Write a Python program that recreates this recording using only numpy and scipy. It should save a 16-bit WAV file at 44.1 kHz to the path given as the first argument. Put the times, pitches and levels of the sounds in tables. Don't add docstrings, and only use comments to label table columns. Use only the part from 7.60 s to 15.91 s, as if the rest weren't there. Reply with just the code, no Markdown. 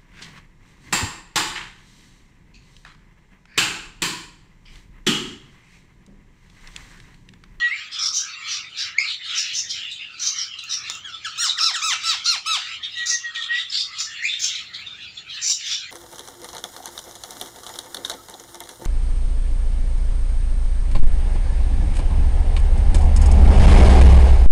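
import sys
import numpy as np
from scipy import signal
from scipy.fft import rfft, irfft
from scipy.io import wavfile
from scipy.ndimage import uniform_filter1d

SR = 44100
rng = np.random.default_rng(int(sys.argv[2]) if len(sys.argv) > 2 else 0)


def to_wav(s):
    ch = np.atleast_2d(s).T
    pcm = np.round(np.clip(ch, -1, 1) * 32767)
    wavfile.write(sys.argv[1], SR, pcm.astype(np.int16))


def ratio_of_db(decibels):
    return 10 ** (np.asarray(decibels, float) / 20)


N = 366471

HZ, FRAMES = np.fft.rfftfreq(512, 1 / SR)[:, None], np.arange(N // 128 + 6) * 128 / SR


def evened(x):
    return x / np.sqrt(np.mean(abs(x) ** 2) + 1e-20)


def read(points, hz):
    f, value = np.transpose(points)
    return np.interp(np.log(hz + 1), np.log(f + 1), value)


def add(mix, s, sound):
    part = mix[round(s * SR):][:len(sound)]
    part += sound[:len(part)]


def unfold(rows):
    s, *columns = np.transpose(rows)
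    t = np.arange(s[0], s[-1], 1 / SR)
    return [t] + [np.interp(t, s, c) for c in columns]


def wander(length, rate):
    size = max(int(SR / rate), 2)
    drift = uniform_filter1d(rng.standard_normal(length), size)
    return evened(uniform_filter1d(drift, size))


def noise(shape, length):
    a, b = rng.standard_normal((shape.shape[1], 257, 2)).T
    shape = shape / np.sqrt((shape ** 2).mean(0))
    spectrum = shape * (a + 1j * b)
    return evened(signal.istft(spectrum, nperseg=512, noverlap=384)[1][:length])


def spectral_patches(frames, bins_wide, frames_long):
    patches = rng.standard_normal((frames, 257)).T
    patches = uniform_filter1d(patches, size=bins_wide, axis=0)
    return evened(uniform_filter1d(patches, size=frames_long, axis=1))


def hump(hz, centre_hz, width):
    return 1 / (1 + (2 * (hz - centre_hz) / width) ** 2)


# (frequency [Hz], relative level [dB])
RUMBLE = [(15, -57), (25, -30.5), (38, -6), (98, 7), (282, -6), (341, -4.5), (539, -13), (729, -8),
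          (840, -11), (1100, -10), (1430, -70.5), (2420, -120)]


def rumble(level_db=-58.5, waver_db=2.0):
    white = rng.standard_normal(N)
    shaped = irfft(rfft(white) * ratio_of_db(read(RUMBLE, np.fft.rfftfreq(N, 1 / SR))), N)
    return ratio_of_db(level_db + waver_db * wander(N, 3.5)) * evened(shaped)


# (time [s], level [dB], level of its low hoarse band [dB])
RASP = [(0.0,-36,-44.5), (.2,-36,-51), (.285,-37.5,-54), (0.419,-38.5,-41), (.62,-38.5,-52.5),
        (0.88,-34.5,-44), (1.041,-39.5,-49.5), (1.135,-42.5,-56), (1.199,-36.5,-51), (1.46,-37,-48),
        (1.8,-36,-70.5), (2.17,-34,-70.5), (2.379,-38,-54), (2.559,-39,-54), (2.66,-40.5,-46),
        (2.87,-39.5,-56.5), (3.362,-38.5,-48.5), (3.432,-46.5,-49.5), (3.5,-47.5,-57), (3.56,-39,-51.5),
        (3.8,-34,-50), (3.98,-45,-45), (4.19,-45.5,-42.5), (4.53,-34.5,-57), (4.909,-34,-54),
        (5.06,-40.5,-54.5), (5.201,-39.5,-53), (5.3,-30,-55.5), (5.44,-38,-53.5), (5.7,-40.5,-53),
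        (5.8,-38,-52.5), (6.299,-38.5,-50), (6.55,-38.5,-58), (6.781,-34,-56), (7.05,-38,-53),
        (7.2,-35.5,-54), (7.43,-39.5,-57.5), (7.52,-46.5,-59), (7.59,-42.5,-56), (7.66,-46,-60.5),
        (7.75,-41,-53.5), (7.98,-36,-63), (8.31,-34,-60.5)]
# (frequency [Hz], relative level [dB])
RASP_BREATH = [(1000, -54), (1270, -8.5), (1700, -7), (2800, 1), (4200, -3.5), (5500, -16.5), (7200, -16),
               (10000, -29)]


def rasp(patchy_db=4, surge_db=3.0, hoarse_hz=1297, hoarse_width_hz=327):
    patches = ratio_of_db(patchy_db * spectral_patches(len(FRAMES), 3, 24))
    s, level_db, hoarse_db = np.transpose(RASP)
    t = np.arange(N) / SR
    wheeze_level = ratio_of_db(np.interp(t, s, level_db) + surge_db * wander(N, 9.4))
    wheeze = wheeze_level * noise(ratio_of_db(read(RASP_BREATH, HZ)) * patches, N)
    hoarse_level = ratio_of_db(np.interp(t, s, hoarse_db) + surge_db * wander(N, 9))
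    hoarse = hoarse_level * noise(hump(HZ, hoarse_hz, hoarse_width_hz) ** 2 * patches, N)
    return wheeze + hoarse


# (start [s], length [s], first pitch [Hz], last pitch [Hz], level before the swell [dB])
WHISTLES = [(0, 0.11, 1902, 1943, -18), (0.1, .061, 1897, 2510, -23), (5.35, .133, 1938, 1893, -28),
            (5.498, 0.088, 1953, 1866, -26), (5.632, 0.073, 1916, 1870, -27),
            (5.751, 0.086, 1918, 1800, -31), (5.882, 0.14, 1859, 2003, -21)]
# (share of its length [0-1], relative level [dB])
WHISTLE_SWELL = [(0, -18.5), (.2, -1), (.4, -0.6), (.7, -3.5), (1, -20)]


def peep(start, length, first_hz, last_hz, level_db):
    share, swell_db = np.transpose(WHISTLE_SWELL)
    hz = first_hz + (last_hz - first_hz) * share
    return np.c_[start + length * share, hz, level_db + swell_db]


# (time [s], pitch [Hz], level [dB], roughness [0-1])
SCREAMS = [
    [(1.34, 1660, -42, 0.22), (1.375, 1910, -36.5, 0.1), (1.387, 2133, -21.5, 0.8), (1.41, 2450, -28, 0.77),
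     (1.45, 2410, -35.5, 0.94), (1.5, 2550, -45.5, 0.2)],
    [(6.46, 1750, -40, 0), (6.5, 1785, -42, 0.28), (6.55, 1857, -51, 0.5), (6.6, 1830, -40.5, 0.4),
     (6.635, 2003, -27.5, 0.77), (6.665, 2450, -25.5, 0.53), (6.72, 2530, -45, 0.8)],
]


def whistle(rows, overtone_db=(-14, -15), shake=.075, break_db=7):
    t, hz, level_db, *rough = unfold(rows)
    rough = np.clip(rough[0], 0, 1) if rough else 0
    shaken_hz = hz * (1 + (0.001 + shake * rough) * wander(len(t), 360))
    turns = np.cumsum(shaken_hz) / SR
    tone = np.cos(2 * np.pi * turns)
    for k, db in zip((2, 3), overtone_db):
        tone += rough * ratio_of_db(db) * np.cos(2 * np.pi * k * turns)
    broken = ratio_of_db(break_db * rough * wander(len(t), 250))
    level = np.sqrt(2) * ratio_of_db(level_db)
    return t[0], level * broken * tone * signal.windows.tukey(len(t), .1)


# (frequency [Hz], time to fall by 60 dB [s])
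ROOM = [(1000, 0.26), (2000, 0.27), (6000, 0.32), (12000, 0.19)]


def room(x):
    taps = np.zeros(SR)
    at = np.arange(200, SR - 20, 20)
    taps[at + rng.integers(0, 20, len(at))] = rng.choice([-1., 1.], len(at))
    hz, t, z = signal.stft(taps, SR, nperseg=256)
    decay = ratio_of_db(-60 * t / read(ROOM, hz)[:, None])
    tail = signal.istft(z * decay, SR, nperseg=256)[1]
    return signal.fftconvolve(x, tail / np.linalg.norm(tail))[:N]


# (start [s], peak [s], effort [dB], throat resonance [Hz], throat width before the ring's widening [Hz])
HISSES = [(0.314, 0.386, -31, 3420, 510), (0.315, 0.337, -31.5, 5000, 944), (0.386, 0.455, -20, 5470, 600),
          (0.525, 0.575, -20, 6080, 900), (0.873, 0.935, -26, 5570, 1600), (1.003, 1.046, -39, 2270, 864),
          (1.167, 1.203, -25.5, 5110, 1432), (1.208, 1.287, -35.5, 2800, 1624),
          (1.384, 1.401, -29, 4870, 410), (1.594, 1.597, -37.5, 2260, 1072),
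          (1.747, 1.787, -21, 5710, 1170), (1.93, 1.981, -23, 6130, 1003), (2.087, 2.109, -28, 5340, 1568),
          (2.305, 2.325, -43.5, 7640, 900), (2.306, 2.322, -34.5, 3740, 856),
          (2.386, 2.417, -33, 2760, 700), (2.593, 2.678, -21.5, 6180, 736),
          (2.984, 2.969, -29.5, 3760, 728), (3.089, 3.131, -24, 5590, 544), (3.252, 3.287, -35, 3566, 220),
          (3.472, 3.5, -44, 5380, 940), (3.511, 3.552, -34, 3420, 806), (3.773, 3.824, -34.5, 6960, 850),
          (3.871, 3.892, -23, 3800, 300), (3.98, 4.04, -19.5, 5400, 610), (4.19, 4.299, -26, 6160, 835),
          (4.347, 4.353, -30, 2650, 616), (4.403, 4.507, -29, 5140, 860), (4.642, 4.665, -20.5, 5460, 1568),
          (4.862, 4.93, -36.5, 4780, 1288), (4.983, 5.023, -35.5, 3650, 500),
          (5.089, 5.144, -37, 3380, 1272), (5.311, 5.4, -31.5, 3790, 304), (5.455, 5.519, -19, 6080, 1080),
          (5.743, 5.759, -29, 3600, 650), (5.779, 5.838, -28.5, 3590, 480), (5.887, 5.962, -31, 2980, 928),
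          (5.911, 6.001, -27, 3590, 650), (6.095, 6.093, -29.5, 5000, 900), (6.168, 6.199, -22, 4630, 1016),
          (6.311, 6.393, -33, 3880, 1272), (6.38, 6.406, -23, 5860, 1360), (6.629, 6.652, -38, 7050, 505),
          (6.677, 6.721, -24.5, 3664, 220), (6.79, 6.848, -21.5, 6200, 1224),
          (6.804, 6.888, -30.5, 3410, 600), (6.949, 6.939, -27.5, 3930, 640),
          (7.131, 7.145, -32, 3810, 800), (7.261, 7.268, -34, 3570, 220), (7.394, 7.442, -38, 3720, 728),
          (7.569, 7.57, -34.5, 3460, 530), (7.671, 7.708, -39.5, 3750, 1072),
          (7.77, 7.775, -34, 3050, 1072), (7.814, 7.901, -18.5, 6420, 1496),
          (7.995, 8.127, -28.5, 3600, 667), (8.041, 8.122, -26, 5750, 1165)]
# (start [s], peak [s], effort [dB],
# throat resonance at the peak [Hz], throat width before the ring's widening [Hz], slide [Hz per s])
SLIDES = [(1.432, 1.514, -27.5, 3910, 700, -5000), (1.639, 1.758, -28, 3110, 600, -9000),
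          (2.11, 2.285, -34, 2714, 310, -2500), (2.755, 2.801, -26.5, 5430, 580, -8000),
          (2.866, 2.942, -34.5, 2880, 224, -2500), (5.223, 5.237, -27.5, 3590, 700, -8000),
          (6.116, 6.156, -21.5, 4400, 800, 9006)]
# (multiple of the throat resonance [ratio], relative level [dB])
HISS_BREATH = [(.2, -35), (.5, -19.5), (.8, -8.5), (1.3, -17), (1.7, -16.5), (2, -20), (2.4, -20.5),
               (4, -53)]
# (frequency [Hz], width [Hz], level before the throat-width gain [dB])
WINDPIPE = [(3800, 500, -13), (2500, 3700, -26), (1296, 117, -31.5)]


def hiss(start, peak, effort_db, throat_hz, width, slide=0,
         rise_db=11, fall_db=18, fade_s=0.097, flutter_db=2, patchy_db=4.5):
    end = peak + fade_s
    t = np.arange(start, end, 1 / SR)
    before = np.maximum(peak - t, 0) / max(peak - start, .004)
    after = np.maximum(t - peak, 0) / fade_s
    swell_db = -rise_db * before ** 1.09 - fall_db * after ** 1.04
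    patches = spectral_patches(len(t) // 128 + 6, 2, 30)
    throat_hz = throat_hz + slide * (start - peak + FRAMES[:patches.shape[1]])
    openness = width / 1000
    breath = ratio_of_db(read(HISS_BREATH, HZ / throat_hz)) * openness
    ring = hump(HZ, throat_hz, 1.59 * width) ** 2
    pipe = sum(ratio_of_db(db) * hump(HZ, hz, wide) ** 2 * (hz < throat_hz) for hz, wide, db in WINDPIPE) * openness
    no_bass = hump(np.minimum(HZ, 1150), 1400, 300)
    shape = (ring + pipe + breath) * no_bass
    flutter = evened(ratio_of_db(flutter_db * wander(len(t), 210)))
    edges = np.clip(np.minimum((t - start) / 0.0058, (end - t) / 0.077), 0, 1)
    air = noise(shape * ratio_of_db(patchy_db * patches), len(t))
    return start, ratio_of_db(effort_db + swell_db) * edges * flutter * air


# (time [s], strength before the band filter [dB], ring pitch [Hz])
TICKS = [(1.103, -43, 9000), (1.662, -38, 9000), (3.039, -26, 6530), (3.1308, -34, 6970),
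         (3.2992, -15, 6940), (3.3386, -33.5, 6520), (3.3524, -25.5, 7000)]


def tick(db, hz, snap_db=0.0, deep_hz=65):
    t = np.arange(1500) / SR
    dying = ratio_of_db(-60 * t / .009)
    snap = dying * rng.standard_normal(len(t))
    ring = dying * np.sin(2 * np.pi * hz * t)
    low_hz = min(deep_hz * ratio_of_db(-db), 7000)
    band = signal.butter(2, (low_hz, 15000), "band", fs=SR)
    return ratio_of_db(db) * signal.lfilter(*band, ring + ratio_of_db(snap_db) * snap)


# (start [s], length [s], first pitch [Hz], last pitch [Hz], effort before the note's shape [dB])
FALLS = [(3.439, 0.14, 1698, 1291, -34.5), (3.645, 0.058, 1757, 1224, -27), (3.811, 0.072, 1925, 1393, -24),
         (3.972, .05, 2030, 1190, -22), (4.136, .065, 1994, 1216, -21), (4.305, 0.069, 2080, 1200, -22)]
# (share of its length [0-1], share of the pitch fall [0-1], relative effort [dB])
FALL_SHAPE = [(0, 0.048, -2), (0.152, .1, -0.7), (0.452, 0.81, 0.5), (.7, .92, -13), (0.998, 1, -17)]


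def fall(start, length, first_hz, last_hz, effort_db):
    share, fallen, shape_db = np.transpose(FALL_SHAPE)
    hz = first_hz + (last_hz - first_hz) * fallen
    return np.c_[start + length * share, hz, effort_db + shape_db]


# (start [s], top [s], end [s], top pitch [Hz], effort at the top [dB],
# throat resonance at the top [Hz], flatness of the top [exponent])
ARCHES = [(3.773, 3.819, 3.897, 1423, -21, 6480, 2.25), (3.995, 4.047, 4.125, 1346, -22.5, 4400, 2.66),
          (4.213, 4.253, 4.345, 1303, -21, 4300, 2.5), (4.429, 4.464, 4.56, 1335, -21.5, 5020, 4),
          (4.65, 4.684, 4.772, 1413, -21, 4480, 2.6), (4.855, 4.889, 4.985, 1315, -20, 4320, 3.34)]


def arch(start, top, end, top_hz, effort_db, throat_hz, flatness):
    climb, drop, sag = .21, .54, 0.0298
    come_in_db, give_out_db, give_out_power = -7, -13, 3.5
    throat_shut = 0.41
    t = np.linspace(start, end, num=24)
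    before = np.maximum(top - t, 0) / (top - start)
    after = np.maximum(t - top, 0) / (end - top)
    hz = top_hz * (1 - climb * before ** flatness - sag * after - drop * after ** flatness)
    effort = effort_db + come_in_db * before ** 2 + give_out_db * after ** give_out_power
    throat = throat_hz * (1 - throat_shut * (before + after))
    return np.c_[t, hz, effort, throat]


# (frequency [Hz], relative level [dB])
SQUAWK_SOURCE = [(500, -5.5), (950, -9.5), (1300, -4.5), (2600, -11.5), (5000, -9.5), (8000, -1),
                 (16000, 2)]
# (start [s], end [s], level before its 19 ms fades [dB])
DOUBLINGS = [(4.457, 4.561, -5), (4.747, 4.749, 2)]


def squawk(rows, ring_db=8, width=1400, jitter=0.00084, waver_db=4, rasp_db=1.5, glide_s=0.0057,
           still_hz=3200, fray=0.068, dulling=.14, full_db=-22):
    t, hz, effort_db, *throat = unfold(rows)
    is_arch = bool(throat)
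    throat, reach_hz = (throat[0], 7500) if is_arch else (still_hz, 5000)
    hz = uniform_filter1d(hz, int(glide_s * SR) + 1)
    unsteady = jitter * wander(len(t), 150)
    frayed = fray * is_arch * (1 - hz / hz.max()) * wander(len(t), 900)
    hz = hz * (1 + unsteady + frayed)
    turns = np.cumsum(hz) / SR
    halves = sum(ratio_of_db(db) * np.clip(np.minimum(t - a, b - t) / 0.019, 0, 1) for a, b, db in DOUBLINGS)
    weakness_db = np.minimum(effort_db - full_db, 0)
    out = np.zeros(len(t))
    for k in np.arange(2, 30) / 2:
        if k % 1 and not halves.any():
            continue
        partial_hz = k * hz
        waver = waver_db * min(k / 3, 1) * wander(len(t), 28.4)
        gain = ratio_of_db(read(SQUAWK_SOURCE, partial_hz) + waver + rasp_db * wander(len(t), 410))
        gain *= (1 + ratio_of_db(ring_db) * hump(partial_hz, throat, width)) * (partial_hz < 16000)
        gain *= hump(np.maximum(partial_hz, throat), throat, reach_hz)
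        gain *= ratio_of_db(dulling * (k - 3.5) * weakness_db)
        gain *= halves if k % 1 else 1
        out += gain * np.cos(2 * np.pi * (k * turns + rng.random()))
    return t[0], ratio_of_db(effort_db) * evened(out) * signal.windows.tukey(len(t), .14)


# (frequency [Hz], gain [dB])
MICROPHONE = [(900, -2.5), (5500, 2), (6600, -2), (7250, 3), (8000, -8), (10000, -14.5), (13200, -30.5),
              (15000, -6), (16000, -19)]


def microphone(x):
    return irfft(rfft(x) * ratio_of_db(read(MICROPHONE, np.fft.rfftfreq(N, 1 / SR))), N)


def suppress(x, margin_db=6, depth_db=8, from_hz=1000):
    hz, _, z = signal.stft(x, SR, nperseg=512, noverlap=384)
    power = uniform_filter1d(uniform_filter1d(abs(z) ** 2, size=3, axis=1), size=12, axis=2)
    quiet = np.percentile(power, q=15, axis=2, keepdims=True)
    over_db = 10 * np.log10(power / quiet + 1e-12)
    cut_db = depth_db * np.clip(1 - over_db / margin_db, 0, 1) * (hz > from_hz)[:, None]
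    return signal.istft(z * ratio_of_db(-cut_db), SR, nperseg=512, noverlap=384)[1][:, :N]


def scene():
    birds = rasp()
    for rows in [peep(*row) for row in WHISTLES] + SCREAMS:
        add(birds, *whistle(rows))
    for row in HISSES + SLIDES:
        add(birds, *hiss(*row))
    for s, db, hz in TICKS:
        add(birds, s, tick(db, hz))
    for rows in [fall(*row) for row in FALLS] + [arch(*row) for row in ARCHES]:
        add(birds, *squawk(rows))
    room_db = -6
    return (birds + ratio_of_db(room_db) * room(birds) + rumble())[None]


def low_pass(x):
    return signal.sosfilt(signal.butter(12, 16640, fs=SR, output="sos"), x)


def record(dry):
    coloured = microphone(dry)
    finished = suppress(coloured)
    return low_pass(finished)


dry = scene()
out = record(dry)
to_wav(out)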